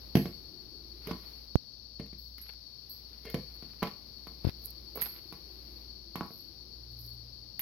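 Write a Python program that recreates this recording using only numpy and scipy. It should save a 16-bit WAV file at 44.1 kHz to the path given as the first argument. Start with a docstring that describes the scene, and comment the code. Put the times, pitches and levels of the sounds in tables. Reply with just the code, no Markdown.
"""In a small, softly furnished room, a hammer works leather over a wooden board that lies on a cushion.
Irregular knocks thud and ring the board as decaying tones; steel chinks and loose nails jingle as high tones.
Hands slide over the leather as grainy noise, and the dragged hammer creaks by keeping the board ringing.
The hand-held phone is bumped, which makes filtered pressure steps; two appliance motors hum and beat.
Soft noise fills the air, a low drone comes and goes, and the left microphone hisses and whistles."""
import sys
import numpy as np
from scipy import signal
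from scipy.fft import rfft, irfft, next_fast_len
from scipy.io import wavfile
from scipy.ndimage import uniform_filter1d

SR = 44100
rng = np.random.default_rng(int(sys.argv[2]) if len(sys.argv) > 2 else 0)


def master_out(mix):
    """Clip the mix to full scale and print it as 16-bit PCM to the path in sys.argv[1]."""
    frames = np.transpose(np.atleast_2d(mix))
    ceiling = np.clip(frames, -1, 1)
    pcm = np.round(ceiling * 32767).astype(np.int16)
    wavfile.write(sys.argv[1], SR, pcm)


N = 335601
T = np.arange(N) / SR
RING_T = T[:SR // 2]  # time within one short sound [s]


def undb(db):
    """Turn decibels into gain."""
    return 10 ** (np.asarray(db) / 20)


def curve(rows):
    """Join the rows of a timed table by straight lines, giving each column at every sample."""
    s, *columns = np.transpose(rows)
    return [np.interp(T, s, c) for c in columns]


def swells(rows):
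    """Make a smooth rise and fall of gain for each (centre [s], length [s], level [dB])."""
    return sum(undb(db) * np.exp(-(2 * (T - s) / length) ** 2) for s, length, db in rows)


def unit(x):
    """Scale to rms 1."""
    return x / np.sqrt(np.mean(x ** 2))


def burst(x):
    """Scale a short sound to the total energy of 20 ms at rms 1."""
    return x / np.sqrt(np.sum(x ** 2) / (SR / 50))


def colour(x, points):
    """Shape a sound by (frequency [Hz], level [dB]) points, falling away beyond both ends; rms 1."""
    hz, db = np.transpose(points)
    octave = np.log2(np.fft.rfftfreq(len(x), 1 / SR) + 1)
    point_octave = np.log2(hz)
    beyond = np.abs(octave - np.clip(octave, point_octave[0], point_octave[-1]))
    shape_db = np.interp(octave, point_octave, db) - 36 * beyond  # falls 36 dB per octave outside
    return unit(irfft(rfft(x) * undb(shape_db), len(x)))


def noise(points, size=N):
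    """Make smooth coloured noise."""
    return colour(rng.standard_normal(next_fast_len(size, True)), points)[:size]


def grains(points, spread_db):
    """Make coloured noise from dense tiny slips of very uneven size."""
    size = next_fast_len(N, True)
    slips = rng.standard_normal(size) * (rng.random(size) < .1)  # about one sample in ten slips
    sizes = undb(spread_db * np.minimum(rng.exponential(size=size), 5))
    return colour(slips * sizes, points)[:N]


def walk(rate):
    """Wander slowly at random, with `rate` fresh values a second, smoothed; rms 1."""
    k = int(SR / rate)
    held = np.repeat(rng.standard_normal(N // k + 1), k)
    return unit(uniform_filter1d(held, k)[:N])


def fade(t60):
    """Die away exponentially, by 60 dB in t60 seconds."""
    return np.exp(-np.log(1000) * RING_T / max(t60, 1e-3))


def ring(modes):
    """Ring decaying tones with chance weights, as blows land elsewhere; short ones stray more in pitch."""
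    out = 0
    for hz, db, t60 in modes:
        weight_db, stray = rng.standard_normal(2)
        tone = np.sin(2 * np.pi * (hz + .5 * stray / t60) * RING_T)
        out = out + undb(db + weight_db) * fade(t60) * tone
    return out


def spray(points, t60, tail_db, tail_t60):
    """Make a noisy contact with a faint tail, drawn separately for the two channels."""
    shape = fade(t60) + undb(tail_db) * fade(tail_t60)
    return np.array([burst(noise(points, len(RING_T)) * shape) for _ in range(2)])


def rubbed(slips, modes):
    """Keep modes ringing by a stream of slips, at about the level of the slips."""
    response = ring(modes)
    return signal.fftconvolve(slips, response / np.linalg.norm(response))[:N]


def pan(left_db):
    """Give the two channel gains; left_db is how much louder the left is than the right."""
    return undb(np.array([[left_db], [-left_db]]) / 2)


def add(out, s, x):
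    """Mix x in at time s."""
    i = int(s * SR)
    out[:, i:i + x.shape[-1]] += x[..., :N - i]


# colour of the low room noise: (frequency [Hz], level [dB])
AIR_COLOUR = [(20, -16.5), (50, 1), (90, 0), (150, -5), (230, -4.5), (340, -12), (480, -13), (800, -23),
              (1500, -30)]
# strength of each layer of low room noise: (time [s], level [dB])
AIR_LEVEL = [(0.0, -59), (2.48, -68), (3.62, -62.5), (7.61, -63.5)]


def air():
    """Low room noise is partly the same in both channels and partly separate."""
    shared = noise(AIR_COLOUR)
    separate = np.array([noise(AIR_COLOUR), noise(AIR_COLOUR)])
    return undb(curve(AIR_LEVEL)[0]) * (shared + 1.08 * separate)


# colour of the soft low drone: (frequency [Hz], level [dB])
DRONE_COLOUR = [(260, -9.5), (340, 4.5), (460, -12.5)]
# when the drone swells: (centre time [s], length [s], level [dB])
DRONE_SWELLS = [(0.739, 0.95, -61), (5.614, 3.1, -65)]


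def drone():
    """Band-shaped low noise comes and goes as a soft drone."""
    return noise(DRONE_COLOUR) * swells(DRONE_SWELLS)


# colour of the narrow hiss in the left microphone: (frequency [Hz], level [dB])
HISS_COLOUR = [(2800, -28.5), (3500, -19), (4000, -6.5), (4450, 1), (4900, -3), (5300, -6.5), (5750, -13),
               (6200, -25), (7000, -45.5)]


def left_hiss():
    """The left microphone has a narrow hiss and a whistle that wavers as slow noise moves its tone."""
    whistle_hz = 4452
    slow = signal.butter(2, 24, fs=SR, output="sos")
    drift = signal.sosfilt(slow, rng.standard_normal((2, N)))
    carrier = np.exp(2j * np.pi * whistle_hz * T)
    whistle = unit(np.real((drift[0] + 1j * drift[1]) * carrier))
    hiss = undb(-49.5) * noise(HISS_COLOUR) + undb(-49.5) * whistle
    return np.array([[1], [0]]) * hiss


MOTOR_HZ, BEAT_HZ, IN_STEP_S = 58.8, .845, 1.08  # slow motor, extra speed of the other, aligned at [s]
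SLOW_MOTOR_DB, FAST_MOTOR_DB, OCTAVE_DB = -54, -58, -16.5  # the octave is relative to its motor
SWELL_S, SWELL_LENGTH_S, SWELL_DB = 7.08, 0.62, -51  # one swell of the slow motor's octave


def hum():
    """Two motors at nearly the same speed drift in and out of step; each has a weak octave and wavers."""
    slow, fast = (2 * np.pi * hz * (T - IN_STEP_S) + 0.3 * walk(1.7)
                  for hz in (MOTOR_HZ, MOTOR_HZ + BEAT_HZ))
    motors = 0
    for db, turn in [(SLOW_MOTOR_DB, slow), (FAST_MOTOR_DB, fast)]:
        motors = motors + undb(db) * (np.cos(turn) + undb(OCTAVE_DB) * np.cos(2 * turn))
    octave_swell = swells([(SWELL_S, SWELL_LENGTH_S, SWELL_DB)]) * np.cos(2 * slow)
    return motors + octave_swell


def background():
    """Hum, low noise and drone sound in both channels; hiss and whistle on the left."""
    return hum() + air() + drone() + left_hiss()


# fingers pressing on a microphone port:
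# (time [s], pressure step [full scale, before the bass cut], rise [s], share on the right [0-1])
BUMPS = [(1.556, 0.84, 0.00039, 1), (4.4464, -0.11, 0.00057, 0.1), (4.4502, 0.36, 0.00059, 0),
         (4.4689, -0.31, 0.001, 0), (4.4737, 0.31, 0.001, 0.06), (4.49, 0.15, 0.00063, 0.07)]
# colour of a snapping contact, for bumps and knocks: (frequency [Hz], level [dB])
SNAP_COLOUR = [(700, -1), (2200, 13), (3300, 6), (5000, 7), (6400, -0.5), (7500, -38), (9500, -26)]
# colour of fine treble, for bumps, hands, nails and knocks: (frequency [Hz], level [dB])
FINE_COLOUR = [(7000, -24.5), (9000, -21), (10000, -13), (11800, 0.5), (13400, -4), (14250, -3),
               (14700, -11), (15800, -10)]
CASE_TICK_DB = -54  # tick for a press of full scale per ms


def bumps():
    """A finger steps the port pressure; the bass cut makes it a pop, and a quick press ticks the case."""
    steps, ticks = np.zeros((2, N)), np.zeros((2, N))
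    for s, step, rise, right in BUMPS:
        share = np.clip(right, 0, 1)
        port = np.array([[1 - share], [share]])
        steps += port * step * (1 + np.tanh(2 * (T - s) / rise)) / 2
        speed = abs(step) / (1000 * rise)  # full scale per ms
        snap = spray(SNAP_COLOUR, t60=0.002, tail_db=-40, tail_t60=0.042)
        fine = spray(FINE_COLOUR, t60=0.0054, tail_db=-51, tail_t60=0.022)
        # the tick grows with the square of the speed
        add(ticks, s, port * undb(CASE_TICK_DB) * speed ** 2 * (snap + undb(-10.5) * fine))
    cut_hz, damping = 92, 1.2
    w = 2 * np.pi * cut_hz
    bass_cut = signal.bilinear([1, 0, 0], [1, damping * w, w * w], SR)
    return signal.lfilter(*bass_cut, steps) + ticks


# base level of the restless cloth and leather: (time [s], level [dB])
RUSTLE_LEVEL = [(0.0, -68.5), (0.82, -73.5), (1.29, -65), (1.59, -76.5), (2.18, -79), (3.14, -71.5),
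                (3.37, -70.5), (4.01, -71.5), (5.77, -69), (6.0, -75), (6.25, -73), (7.61, -75.5)]
# colour of the body of the rustle: (frequency [Hz], level [dB])
RUB_COLOUR = [(300, 11), (600, 2.5), (1000, 1), (1600, -5), (2300, -2), (3200, -4.5), (4500, 2.5),
              (6000, -9), (7200, -31)]
RUB_DB, RUB_TREBLE_DB = 7, 4  # its body and treble, relative to the base level


def rustle():
    """Restless cloth and leather make a smooth bed of noise with treble hiss."""
    rub = undb(RUB_DB) * np.array([noise(RUB_COLOUR), noise(RUB_COLOUR)])
    fine = undb(RUB_TREBLE_DB) * np.array([noise(FINE_COLOUR), noise(FINE_COLOUR)])
    return undb(curve(RUSTLE_LEVEL)[0]) * (rub + pan(-4.5) * fine)


# a hand slides over the leather: (centre time [s], length [s], level before the catching [dB])
SLIDES = [(1.1, 0.1, -39.5), (1.242, 0.03, -49), (2.475, 0.14, -50.5), (3.15, 0.079, -56),
          (3.525, 0.064, -57), (3.66, 0.33, -56), (3.86, 0.085, -39), (4.472, 0.055, -33.5),
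          (5.035, 0.098, -36), (5.13, 0.14, -47.5)]
# fingers stir the loose nails: (centre time [s], length [s], level before the catching [dB])
STIRS = [(3.545, 0.04, -46), (4.66, 0.093, -40.5), (6.31, 0.26, -53), (7.05, 0.22, -48)]
# colour of scuffing, for slides and creaks: (frequency [Hz], level [dB])
SCUFF_COLOUR = [(400, 0.5), (1050, -8), (1400, -1), (1750, -1), (2300, 1.5), (3100, -3), (5000, 5.5),
                (7000, -35)]
# high bending tones of the board, for slides and knocks:
# (frequency [Hz], level [dB], time to fade by 60 dB [s])
HIGH_BEND = [(822, -3, .06), (935, -7, .035), (1007, 0, .06), (1112, 0, .058), (1190, -5, .03),
             (1300, -4, .035), (1443, -8, .045)]
SLIDE_TREBLE_DB, SLIDE_BOARD_DB = -11.5, -12  # fine scratch and board ringing with every slide


def handling():
    """Over the rustle, hands slide on leather and stir nails in grains; slides also ring the board."""
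    leather = swells(SLIDES)
    scrape = swells(STIRS) + undb(SLIDE_TREBLE_DB) * leather
    catch = undb(4.63 * walk(70) - 11.5)  # the surfaces catch and let go
    low = np.array([grains(SCUFF_COLOUR, spread_db=4.0) for _ in range(2)])
    high = np.array([grains(FINE_COLOUR, spread_db=6) for _ in range(2)])
    board_slips = catch * leather * grains(SCUFF_COLOUR, spread_db=1.5)
    board = undb(SLIDE_BOARD_DB) * rubbed(board_slips, HIGH_BEND)
    return rustle() + board + catch * (leather * low + pan(-6.5) * scrape * high)


# tones of the steel hammer head: (frequency [Hz], level [dB], time to fade by 60 dB when free [s])
STEEL = [(7850, -19, .5), (10160, -18, .3), (12290, -9, .4), (12510, 0, .26), (13110, -13, .3),
         (15680, -16, .27)]
# touches on the head: (time [s], level before panning [dB], multiple of the free ring time,
# brightness [dB per kHz])
CHINKS = [(0.152, -44, 1.5, -0.5), (2.183, -59.5, 2.1, 2.5), (2.896, -45, 0.83, 2), (4.955, -39.5, 0.39, 5),
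          (4.971, -38.5, 0.13, 2)]


def hammer_head():
    """The steel head sings when touched; each touch changes how long and how brightly."""
    head = np.zeros((2, N))
    middle_hz = 12500  # brightness tilts the tones about this pitch
    for s, db, free, bright in CHINKS:
        modes = [(hz, mode_db + bright * (hz - middle_hz) / 1000, t60 * free)
                 for hz, mode_db, t60 in STEEL]
        add(head, s, undb(db) * ring(modes))
    return pan(-7.5) * head


# loose nails knocked together: (time [s], level before the overall nail gain [dB], pitch [Hz])
NAILS = [(2.38, -54, 11750), (2.415, -35.5, 11600), (5.0127, -24.5, 12200), (5.0155, -26, 11500),
         (5.0235, -21, 12200), (5.025, -26.5, 11460), (5.069, -47, 11900), (6.334, -46, 11900),
         (6.407, -43, 11720), (6.992, -44, 11800), (7.598, -25, 11800)]
NAIL_T60_S = 0.16


def loose_nails():
    """Each nail clicks and rings with two close tones that beat."""
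    nails = np.zeros((2, N))
    for s, db, hz in NAILS:
        pair = ring([(hz, 0, NAIL_T60_S), (hz * 1.007, -8, NAIL_T60_S)])
        click = undb(-34) * noise(FINE_COLOUR, len(RING_T)) * fade(0.036)
        add(nails, s, undb(db) * (pair + click))
    return pan(-14) * undb(-9.0) * nails


def metal():
    """Hammer head and nails are small parts, which radiate no lows."""
    high_pass = signal.butter(2, 7000, "high", fs=SR, output="sos")
    return signal.sosfilt(high_pass, hammer_head() + loose_nails())


# the hammer drags on the leather: (centre time [s], length [s],
# level in the lowest bending tones [dB], level in the stiff tones [dB])
CREAKS = [(1.086, 0.029, -46.5, -73), (2.007, 0.013, -55.5, -64), (3.272, 0.054, -53, -58.5),
          (3.35, 0.016, -41, -62), (3.836, 0.021, -50, -48), (4.97, 0.037, -50, -70)]
# low bending tones of the board, for creaks and knocks:
# (frequency [Hz], level [dB], time to fade by 60 dB [s])
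LOW_BEND = [(452, 0, .085), (505, -4, .05), (597, -3, .06), (690, -2, .065), (760, -6, .045)]
# stiff upper tones of the board, for creaks and knocks:
# (frequency [Hz], level [dB], time to fade by 60 dB [s])
CRACK = [(1850, -3, .04), (2130, 0, .055), (2450, -5, .04), (2780, -6, .04), (3140, -5, .045)]


def creak():
    """Dense slips under the dragged hammer keep the board's tones ringing."""
    slips = grains(SCUFF_COLOUR, spread_db=3)
    low = swells([(s, length, db) for s, length, db, _ in CREAKS])
    stiff = swells([(s, length, db) for s, length, _, db in CREAKS])
    return rubbed(low * slips, LOW_BEND[:3]) + rubbed(stiff * slips, CRACK)


# early echoes from the nearest surfaces: (delay [s], left gain [factor], right gain [factor])
ECHOES = [(.0057, 0.34, 0.56), (0.0125, .2, 0.25), (0.023, .14, .12)]


def echoes(x):
    """A sharp contact is heard again off the nearest surfaces."""
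    out = x.copy()
    for delay, *gains in ECHOES:
        add(out, delay, np.array(gains)[:, None] * x)
    return out


# blows on the board, and a few very bright clicks of metal on it: (time [s], force [dB], hardness of the
# contact [dB per octave], distance from the middle along the board [0-1], and across it [0-1])
KNOCKS_AND_CLICKS = [(0.152, -16.5, -0.97, 0.22, 0.04), (0.168, -28, 0.7, 0.26, 0), (0.255, -34.5, -0.36, 0.31, .11),
                     (1.07, -41, 2.27, 0.1, 0.05), (1.11, -32, -0.75, 0, 0.3), (1.996, -37, -0.85, 0.15, 0.06),
                     (2.06, -64.5, 3.5, 0.6, .08), (2.128, -48, 0.2, 0.16, 0.04), (2.38, -58.5, 4.5, 0, 0),
                     (3.252, -50.5, 2.6, .4, 0.14), (3.298, -56, 5, 0, 0), (3.342, -29.5, 0.32, 0.16, 0.1),
                     (3.624, -48, 0.5, 0.32, 0.1), (3.822, -33.5, -2, 0.22, 0.36), (3.827, -31.5, 1.5, 0.5, 0.45),
                     (4.269, -50.5, 2.3, 0.37, 0.29), (4.958, -50.5, 2.5, 1, 0.15), (4.974, -50, 2, 0.6, 0.6),
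                     (5.017, -54, 7.5, 0, 0), (5.324, -48.5, 2.5, .2, 0.23), (6.155, -37.5, 2, .14, 0.28),
                     (6.208, -32.5, -2.5, 0.3, 0.92), (6.305, -54.5, -.5, 0.87, 0.4), (7.592, -54, 7, 0, 0.02)]
# the board bouncing on its cushion: (frequency [Hz], level [dB], time to fade by 60 dB [s])
THUD = [(143, 0, .065), (200, -2, .06), (254, -10, .1), (343, -12, .1)]
# levels relative to the force of the blow; the bends are for a blow at the very edge
THUD_DB, SHOVE_DB, LOW_BEND_DB, HIGH_BEND_DB = -3.5, -5.5, -1, 1
CRACK_DB, SNAP_DB, TICK_DB = -25, -16.5, -24.5
EDGE_THUD_DB = -19.5  # a blow at the side edge bounces the board less


def knocks():
    """A blow shoves, bends and cracks the board; hard is brighter, off-centre bends it more."""
    body, contact = np.zeros((2, N)), np.zeros((2, N))
    # leather spreads the force over a smooth pulse; the shoved board radiates its curvature
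    u = (RING_T - .0042) / 0.0016
    shove = burst((1 - 2 * u ** 2) * np.exp(-u ** 2))
    octaves = np.log2(np.array([500, 1000, 2300, 12000]) / 200)  # height of each register above 200 Hz
    for s, db, hardness, along, across in KNOCKS_AND_CLICKS:
        along, across = np.clip([along, across], 0, 1)
        low, high, crack, treble = undb(hardness * octaves)  # gain of each register from hardness
        bounce = burst(ring(THUD) * (1 - np.exp(-RING_T / 0.0099)))  # soft start
        thud = -undb(THUD_DB + EDGE_THUD_DB * across) * bounce
        low_bend = along * low * undb(LOW_BEND_DB) * burst(ring(LOW_BEND))
        high_bend = across * high * undb(HIGH_BEND_DB) * burst(ring(HIGH_BEND))
        stiff = crack * undb(CRACK_DB) * burst(ring(CRACK))
        snap = crack * undb(SNAP_DB) * spray(SNAP_COLOUR, t60=0.024, tail_db=-7.0, tail_t60=0.04)
        tick = treble * undb(TICK_DB) * spray(FINE_COLOUR, t60=0.011, tail_db=-22, tail_t60=0.018)
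        add(body, s + 0.001269, undb(db) * (thud + low_bend + high_bend + stiff))
        add(contact, s + 0.00039, pan(-3.1) * undb(db + SHOVE_DB) * shove)
        add(contact, s + .0019, undb(db) * (snap + pan(-3.0) * tick))
    return body + echoes(contact)


def room(x, t60_low, t60_high, wet_db):
    """Furnishings swallow a short diffuse tail; its lows use the same noise in both channels."""
    chance = rng.standard_normal((3, len(RING_T)))
    low = signal.sosfilt(signal.butter(2, 1500, fs=SR, output="sos"), chance[0])
    high = signal.sosfilt(signal.butter(2, 1500, "high", fs=SR, output="sos"), chance[1:])
    build_up = np.clip(RING_T / 0.016, 0, 1) ** 2
    tail = (low * fade(t60_low) + undb(-0.5) * high * fade(t60_high)) * build_up
    return x + undb(wet_db) * signal.fftconvolve(x, tail, axes=1)[:, :N]


def scene():
    """Join the background, the bumps and hands near the phone, and the work heard in its room."""
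    work = room(knocks() + creak() + metal(), t60_low=0.27, t60_high=0.33, wet_db=-34.5)
    return background() + bumps() + handling() + work


def record(dry):
    """The phone has a deep dip in the upper treble and cuts everything above its top frequency."""
    top_hz = 15900
    dip = signal.butter(1, [7300, 9400], "bandstop", fs=SR, output="sos")
    top_cut = signal.ellip(10, .2, 80, top_hz, fs=SR, output="sos")
    return signal.sosfilt(top_cut, signal.sosfilt(dip, dry))


dry = scene()
out = record(dry)
master_out(out)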